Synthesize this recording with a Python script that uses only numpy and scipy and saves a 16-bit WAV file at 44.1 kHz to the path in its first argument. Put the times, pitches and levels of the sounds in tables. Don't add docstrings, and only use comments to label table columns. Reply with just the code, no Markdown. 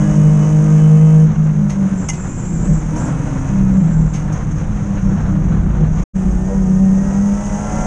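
import sys
import numpy as np
from scipy import signal
from scipy.fft import rfft, irfft, next_fast_len
from scipy.io import wavfile
from scipy.ndimage import uniform_filter1d

SR = 44100
rng = np.random.default_rng(int(sys.argv[2]) if len(sys.argv) > 2 else 0)


def generate_wav(sig):
    pcm = np.round(np.clip(np.atleast_2d(sig).T, -1, 1) * 32767).astype(np.int16)
    wavfile.write(sys.argv[1], SR, pcm)


N = 346626
TIME_S = np.arange(N) / SR

# time_s, cycle_hz
ENGINE_SPEED = [(0, 50.37), (0.45, 51.25), (1.2, 52.41), (1.45, 51.95), (1.72, 49.7), (1.94, 47.2),
                (2.15, 44), (2.5, 41.3), (2.72, 39.2), (2.96, 39.3), (3.12, 44.4), (3.33, 43.8),
                (3.48, 44.3), (3.66, 43.1), (3.75, 41.8), (4.1, 38.4), (4.5, 35.76), (5.1, 31.86),
                (5.9, 29.8), (6.17, 31.5), (6.31, 30.5), (6.43, 30.9), (6.5, 32.4), (6.58, 32.1),
                (6.68, 30.9), (6.8, 31.85), (6.95, 31.9), (7.03, 32.55), (7.16, 32.7), (7.23, 33.5),
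                (7.36, 33.55), (7.43, 34.25), (7.55, 34.35), (7.64, 34.85), (7.78, 35.1), (7.86, 35.25)]


def from_db(db):
    return 10 ** (np.asarray(db) / 20)


def rms_one(x):
    return x / np.sqrt(np.mean(x ** 2) + 1e-20)


def in_time(rows):
    time_s, *columns = np.transpose(rows)
    return [np.interp(TIME_S, time_s, column) for column in columns]


def drift(rate_hz):
    pole = np.exp(-80 * np.pi * rate_hz / SR)
    slow = signal.lfilter([1], [1, -2 * pole, pole * pole], rng.standard_normal(N // 40 + 2002))[2000:]
    return np.interp(np.arange(N) / 40, np.arange(len(slow)), rms_one(slow))


def resonate(x, hz, width_hz):
    radius = np.exp(-np.pi * width_hz / SR)
    feedback = [1, -2 * radius * np.cos(2 * np.pi * hz / SR), radius ** 2]
    return signal.lfilter(np.array([1, 0, -1]) * (1 - radius ** 2) / 2, feedback, x)


def body(x, modes):
    return sum((-1) ** k * from_db(db) * resonate(x, hz, width) for k, (hz, width, db) in enumerate(modes))


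def steadied(x, share):
    power = uniform_filter1d(rms_one(x) ** 2, size=2400)
    return rms_one(x / (power + 0.26) ** (share / 2))


def coloured_noise(spectrum):
    size = next_fast_len(N)
    hz, density_db = np.transpose(spectrum)
    grid_hz = np.arange(1, size // 2 + 2) * SR / size
    shape = from_db(np.interp(np.log(grid_hz), np.log(hz), density_db, left=-90, right=-90))
    return rms_one(irfft(rfft(rng.standard_normal(size)) * shape, size)[:N])


def glides(rows):
    tones = 0
    for start, stop, start_hz, end_hz, db in rows:
        fade = np.clip(np.minimum(TIME_S - start, stop - TIME_S) / 0.03, 0, 1)
        phase = 2 * np.pi * np.cumsum(np.interp(TIME_S, (start, stop), (start_hz, end_hz))) / SR
        tones += fade * from_db(db + 2.5 * drift(21)) * np.sin(phase + 0.6 * drift(30))
    return np.sqrt(2) * tones


def dip_gain():
    dips = [(1.35, 0.018, -26), (1.541, 0.014, -8), (1.754, 0.013, -9), (1.898, 0.017, -22),
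            (2.856, 0.091, -7.5), (4.105, 0.035, -8), (4.393, 0.03, -12), (5.014, 0.02, -10)]
    return from_db(sum(db * np.exp(-((TIME_S - centre) / half) ** 2) for centre, half, db in dips))


def road():
    levels = [(0, -31.5, -29.5, -39), (1.2, -34, -35.5, -42), (1.3, -26.5, -30, -46),
              (1.9, -46, -32.5, -45), (2.3, -44, -32.5, -43.5), (2.7, -14, -34, -42),
              (3.1, -32, -29.5, -44.5), (3.5, -17.5, -28.5, -42.5), (4, -18, -32, -46.5),
              (4.3, -23, -30.5, -47), (5, -19, -30, -44.5), (5.7, -13, -30.5, -49.5),
              (6, -15.5, -30.5, -43), (6.2, -12.5, -34, -45), (6.45, -15.5, -35, -43),
              (6.8, -20, -35.5, -42), (7.5, -21.5, -35.5, -37.5), (7.86, -18, -29.5, -34.5)]
    boom_levels = [(0, -14.5, -35, -34), (1.2, -21, -31, -38.5), (1.6, -30.5, -23.5, -45.5),
                   (1.8, -37, -24.5, -39), (1.96, -21, -18.5, -42), (2.1, -19.5, -28.5, -42),
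                   (2.3, -22.5, -24.5, -37), (2.52, -29, -22.5, -38), (2.68, -9, -15, -38),
                   (2.9, -17.5, -25.5, -25), (3.1, -14, -24.5, -38.5), (3.4, -24, -36, -32),
                   (3.7, -17, -22, -44), (4.0, -21.5, -18.5, -44), (4.3, -16.5, -32, -32),
                   (4.9, -19.5, -34.5, -32), (5.08, -19.5, -15.5, -38.5), (5.3, -25, -23.5, -27),
                   (5.55, -11, -15, -50), (5.72, -24.5, -19, -48), (5.83, -9, -20.5, -45),
                   (5.95, -15.5, -26, -46), (6.18, -32, -23, -46), (6.26, -33, -14, -49),
                   (6.33, -27, -22, -42), (6.4, -24.5, -23.5, -46), (7, -20.5, -19.5, -45.5),
                   (7.86, -26.5, -28, -37)]
    # pitch_hz, width_hz, level_db
    floor_modes = [(36, 14, 1.5), (53.5, 10.4, 2)]
    lower_air_modes = [(156, 7, 5.5), (114, 25, -17.5)]
    # frequency_hz, density_db
    rumble_spectrum = [(8.8, -32), (15, 3), (43, 1.5), (76, -1.5), (113, 0.5), (146, -14), (194, 1.5),
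                       (227, -19.5), (301, -30), (330, -25.5), (430, -36), (730, -120)]
    roar_spectrum = [(140, -13.5), (230, -2), (301, -4), (409, -15), (486, -6), (668, -14), (746, -9),
                     (843, -13.5), (953, -12.5), (1520, -16), (4300, -39.5), (5590, -77.5), (9460, -120)]
    hiss_spectrum = [(2290, -51), (3900, -28), (4290, -52), (4800, -5), (5260, -3.5), (5860, 7.5),
                     (6450, 13), (9180, -18.5), (11500, -39), (15000, -59), (22000, -120)]
    thrum_db, roar_db, hiss_db = in_time(levels)
    lower_db, upper_db, panel_db = in_time(boom_levels)
    bumps = drift(6.9)
    shaking = signal.sosfilt(signal.butter(2, 450, fs=SR, output="sos"), rng.standard_normal((4, N)))
    thrum = from_db(thrum_db + 1.4 * drift(5.2)) * steadied(body(shaking[0], floor_modes), share=0.32)
    rumble = from_db(roar_db + 10 + 0.88 * drift(30)) * coloured_noise(rumble_spectrum)
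    boom = from_db(lower_db) * steadied(body(shaking[1], lower_air_modes), share=0.4)
    boom += from_db(upper_db) * steadied(resonate(shaking[2], hz=195, width_hz=12), share=0.6)
    boom += from_db(panel_db) * rms_one(resonate(shaking[3], hz=302, width_hz=3.7))
    roar = from_db(roar_db + 1.4 * bumps + 1.5 * drift(34)) * coloured_noise(roar_spectrum)
    hiss = from_db(hiss_db + bumps + 1.1 * drift(42)) * coloured_noise(hiss_spectrum)
    return thrum + rumble + dip_gain() * boom + roar + hiss


def driveline():
    # time_s, pitch_hz, level_db
    cabin_hum = [(3.42, 189.7, -27), (3.488, 200.3, -15.5), (3.616, 192.3, -9), (3.798, 189.5, -8.5),
                 (3.902, 195.2, -21), (3.98, 203, -19)]
    propshaft = [(0, 416, -34.5), (0.6, 428, -42), (1.2, 432, -42.5), (1.45, 427, -44.5), (1.9, 390, -44),
                 (2.1, 374.3, -37.5), (2.5, 345, -35.5), (2.8, 316, -34), (3.15, 300.2, -28.5),
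                 (3.45, 286, -32)]
    hums = 0
    for rows, waver_db in ((cabin_hum, 0.6), (propshaft, 3.5)):
        hz, level_db = in_time(rows)
        fade = np.clip(np.minimum(TIME_S - rows[0][0], rows[-1][0] - TIME_S) / 0.12, 0, 1)
        hums += fade * from_db(level_db + waver_db * drift(21)) * np.sin(2 * np.pi * np.cumsum(hz) / SR)
    return np.sqrt(2) * hums


def tyre_chirps():
    chirps = [(5.11, 5.19, 1130, 1060, -43), (5.19, 5.26, 900, 1010, -45), (5.28, 5.35, 1240, 1270, -44),
              (5.41, 5.5, 1340, 1260, -46), (5.52, 5.6, 750, 790, -41), (5.62, 5.7, 1150, 1180, -45),
              (5.71, 5.78, 1140, 1170, -45), (5.78, 5.9, 760, 730, -45), (5.93, 6.02, 1190, 1170, -45)]
    return glides(chirps)


def rattles():
    jolts = [(1.694, -28, 0.18, 7, -7), (2.084, -12.5, 0.1, -2.5, 3), (2.129, -33.5, 0.19, 7.5, -9),
             (2.957, -32.5, 0.35, -10, -9), (3.06, -36, 0.17, -14, -11), (4.132, -31.5, 0.35, 8, -3),
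             (4.32, -32.5, 0.18, -2, -15), (4.42, -41, 0.16, -3, -8), (4.507, -33.5, 0.1, -14, -6),
             (4.579, -36, 0.13, 4, -8)]
    pitches = (800, 1450, 2050, 2250, 2880, 3400, 4700, 5600, 6080, 6480, 7700, 9500)
    modes = [(450, 4), (600, -8.5), (22, 14), (900, -3), (110.2, 5), (900, -13), (900, -10), (300, 5),
             (312, 9.5), (294, 12.5), (1200, -3.5), (1500, -10)]
    bracket_pitches = (2050, 2880)
    clicks = rng.standard_normal(N) * (rng.random(N) < 0.35)
    highs, lows, bracket, ringing = np.zeros((4, N))
    for start, level_db, t60, low_db, bracket_db in jolts:
        age = np.maximum(TIME_S - start, 0)
        envelope = from_db(level_db + 9 - 60 * age / t60) * (1 - np.exp(-age / 0.004))
        highs += envelope
        lows += envelope * from_db(low_db)
        bracket += envelope * from_db(low_db + bracket_db)
    for k, (hz, (width_hz, db)) in enumerate(zip(pitches, modes)):
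        force = bracket if hz in bracket_pitches else lows if hz < 5000 else highs
        ringing += (-1) ** k * from_db(db) * resonate(force * clicks + 1e-18, hz, width_hz)
    return ringing


def thin_squeals():
    squeals = [(1.76, 2.2, 7090, 7080, -54), (3.73, 4.15, 7330, 7220, -52), (5.02, 5.3, 5575, 5460, -56)]   # start_s, stop_s, start_hz, end_hz, level_db
    return glides(squeals)


def brakes():
    presses = [(1.957, 2.745, -37, -2), (2.963, 3.046, -31, -5), (3.17, 3.47, -55, -4),
               (3.716, 4.139, -46, -1.5)]
    pitches = (7095, 7385, 7620, 7895, 6800)
    disc_modes = [(10, -8), (40, -5), (25, -20), (30, -12.5), (15, -20)]
    sag_per_s = (0.001, 0.009, 0.004, 0.011, 0.002)
    rise_s, swell_db_per_s, fall_db_per_s = 0.027, 4, 142.5
    pad_hz, pad_width_hz, pad_db = 7200, 790, -9
    friction, ring, held_s = 0, 0, 0
    for start, stop, db, ring_db in presses:
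        age = np.clip(TIME_S - start, 0, stop - start)
        level_db = db + swell_db_per_s * age - fall_db_per_s * np.maximum(TIME_S - stop, 0)
        pressure = np.clip((TIME_S - start) / rise_s, 0, 1) * from_db(level_db)
        friction += pressure
        ring += pressure * from_db(ring_db)
        held_s = np.where(TIME_S > start, age, held_s)
    pad_noise = resonate(resonate(rng.standard_normal(N), pad_hz, pad_width_hz), pad_hz, pad_width_hz)
    sound = friction * from_db(pad_db) * rms_one(pad_noise)
    for hz, sag, (width_hz, db) in zip(pitches, sag_per_s, disc_modes):
        phase = 2 * np.pi * np.cumsum(hz * (1 - sag * held_s)) / SR
        gain = ring * from_db(db + 2.7 * drift(3.4))
        sound += gain * (drift(width_hz) * np.cos(phase) + drift(width_hz) * np.sin(phase))
    return sound


def intake_blips():
    stabs = [(2.942, 3.102, -31), (5.11, 5.36, -33.5), (5.55, 5.61, -35)]
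    intake_modes = [(574, 195, 1.5), (1040, 630, -3.5), (1416, 250, 0)]   # pitch_hz, width_hz, level_db
    rise_s, fall_s = 0.02, 0.067
    envelope = 0
    for start, stop, db in stabs:
        rise = np.clip((TIME_S - start) / rise_s, 0, 1)
        envelope += from_db(db) * rise * np.exp(-np.maximum(TIME_S - stop, 0) / fall_s)
    cycle_hz, = in_time(ENGINE_SPEED)
    throb = 1 + 0.14 * np.cos(4 * np.pi * np.cumsum(cycle_hz) / SR)
    return envelope * throb * from_db(2 * drift(45)) * rms_one(body(rng.standard_normal(N), intake_modes))


def engine():
    throttle = [(0, 1, -0.5, 2, -1), (0.55, 0.93, 1, 0.5, 2), (0.66, 0.96, 0, 3, -7.5), (0.8, 1, 0, 1, 2.5),
                (1.24, 0.9, 1, 1, -1), (1.29, 0, -2, 1.5, -16), (1.45, 0.28, -5, 0, -10),
                (1.7, 0.39, 1.5, -0.5, -6), (1.95, 0.64, -4, 3, -11), (2.1, 0.47, -7, -6, 1),
                (2.9, 0.63, 1.5, 4, -4), (2.97, 0.93, 3, 1.5, -11), (3.15, 0.75, -4.5, 2, -4),
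                (3.7, 0.5, 5, 4.5, 1), (4.1, 0.28, 0.5, 2.5, -10), (4.9, 0.29, -9.5, 0.5, -19),
                (5.9, 0.14, -2, 2.5, -14), (6.2, 0.7, -1.5, 1.5, -3), (6.52, 0.57, 2.5, -2, 2),
                (6.68, 0.64, 0.5, 2.5, -3), (6.85, 0.71, -0.5, 1.5, 2.5), (7.1, 0.75, 3, -3.5, 6),
                (7.27, 0.89, 0, 1, -1.5), (7.5, 0.98, -0.5, -7.5, -4), (7.86, 1.06, 3.6, -1, 1)]
    orders = [(3, -11, -24.5, -3), (4, -11.5, -24, -9.5), (5, -17.5, -29, -28), (6, -19.5, -6, -10),
              (7, -12.5, -25, -23.5), (8, -24.5, -21.5, -22.5), (9, -23, -30, -12.5), (10, -19, -27, -11.5),
              (11, -27.5, -32, -22.5), (12, -21.5, -13.5, -16), (13, -41.5, -27, -11),
              (14, -24, -24.5, -21.5), (15, -33.5, -19.5, -20), (16, -38, -18, -26), (17, -29, -27, -32),
              (18, -30, -18.5, -22), (19, -33.5, -32, -23), (20, -35, -28, -27), (21, -35, -14, -14),
              (22, -28, -28, -18.5), (23, -33.5, -34, -17), (24, -32, -10, -14), (25, -31.5, -32.5, -22.5),
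              (27, -32.5, -15, -33), (30, -33, -17.5, -23), (33, -35, -18, -21), (36, -36.5, -22, -31),
              (39, -35, -14, -21.5), (42, -33.5, -27, -26), (48, -37, -28, -31.5), (45, -37, -23.5, -33.5)]
    low_high_revs = (33, 51.5)   # low_cycle_hz, high_cycle_hz
    cabin_response = [(85, -9), (120, -14.5), (130, -9), (140, -19.5), (150, -6.5), (156, -1), (163, -1.5),
                      (173, -26), (183, -6.5), (192, 2.5), (201, -3), (206, -9.5), (225, -17), (240, -16.5),
                      (262, -14.5), (290, -26), (301, -14), (308, -13.5), (316, -20), (335, -22),
                      (370, -16), (400, -26), (454, -26.5), (462, -16.5), (474, -17.5), (530, -24.5),
                      (600, -13), (670, -29), (740, -21.5), (790, -27), (840, -25.5), (880, -25.5),
                      (930, -20.5), (1150, -33.5), (1290, -26.5), (1350, -27), (1550, -24.5), (1900, -31),
                      (2200, -26)]
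    whine_multiples = (50.8, 58)
    whine_levels = [(-16, -19), (-9.5, -15.5)]
    clatter_spectrum = [(300, -11), (700, -5), (1500, -10), (3000, -19.5), (4300, -31.5), (6400, -15),
                        (8500, -21.5), (11000, -35.5), (12000, -53), (14500, -62)]
    firing_multiple = 6
    cycle_hz, = in_time(ENGINE_SPEED)
    opening, upper_db, lower_db, whine_db = in_time(throttle)
    load_db = -49.5 + 15 * opening
    burble_db = np.interp(opening, (0, 1), (3, 1.2))
    fuel_cut_db = np.where(cycle_hz > 35, -9, 0)
    phase = 2 * np.pi * np.cumsum(cycle_hz) / SR
    uneven_phase = phase + np.interp(cycle_hz, low_high_revs, (0.022, 0.012)) * drift(5.2)
    tones = 0
    for multiple, shut_db, *open_db in orders:
        coast_db = shut_db + (multiple > 4) * fuel_cut_db
        source_db = coast_db + (np.interp(cycle_hz, low_high_revs, open_db) - coast_db) * opening
        source_db += upper_db if multiple > firing_multiple else lower_db
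        cabin_db = np.interp(multiple * cycle_hz, *np.transpose(cabin_response))
        waver_db = (2.4 if multiple > 2 * firing_multiple else 1) * burble_db * drift(7.3)
        tone = np.sin(multiple * uneven_phase + rng.uniform(0, 2 * np.pi))
        tones += from_db(source_db + cabin_db + waver_db) * tone
    for multiple, by_revs_db in zip(whine_multiples, whine_levels):
        level_db = load_db + np.interp(cycle_hz, low_high_revs, by_revs_db) + whine_db + 2 * drift(12)
        tones += from_db(level_db) * np.sin(multiple * uneven_phase + 0.5 * drift(6.2))
    valve_beat = 1 + 0.18 * np.cos(phase) + 0.045 * np.cos(2 * phase + 1) + 0.085 * np.cos(3 * phase)
    clatter = from_db(load_db) * valve_beat * coloured_noise(clatter_spectrum)
    return np.sqrt(2) * dip_gain() * tones + clatter


def scene():
    car = engine() + intake_blips() + driveline() + road()
    return (car + brakes() + thin_squeals() + tyre_chirps() + rattles())[None]


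def record(dry):
    silent_s, return_s, fade_in_s = 6.04, 6.133, 0.027
    fade_out = np.clip((silent_s - TIME_S) / 0.0077, 0, 1)
    fade_in = np.clip((TIME_S - return_s) / fade_in_s, 0, 1) ** 2
    top_cut = signal.cheby2(12, 70, 12800, fs=SR, output="sos")
    return signal.sosfilt(top_cut, (fade_out + fade_in) * np.tanh(dry / 1.425))


dry = scene()
out = record(dry)
generate_wav(out)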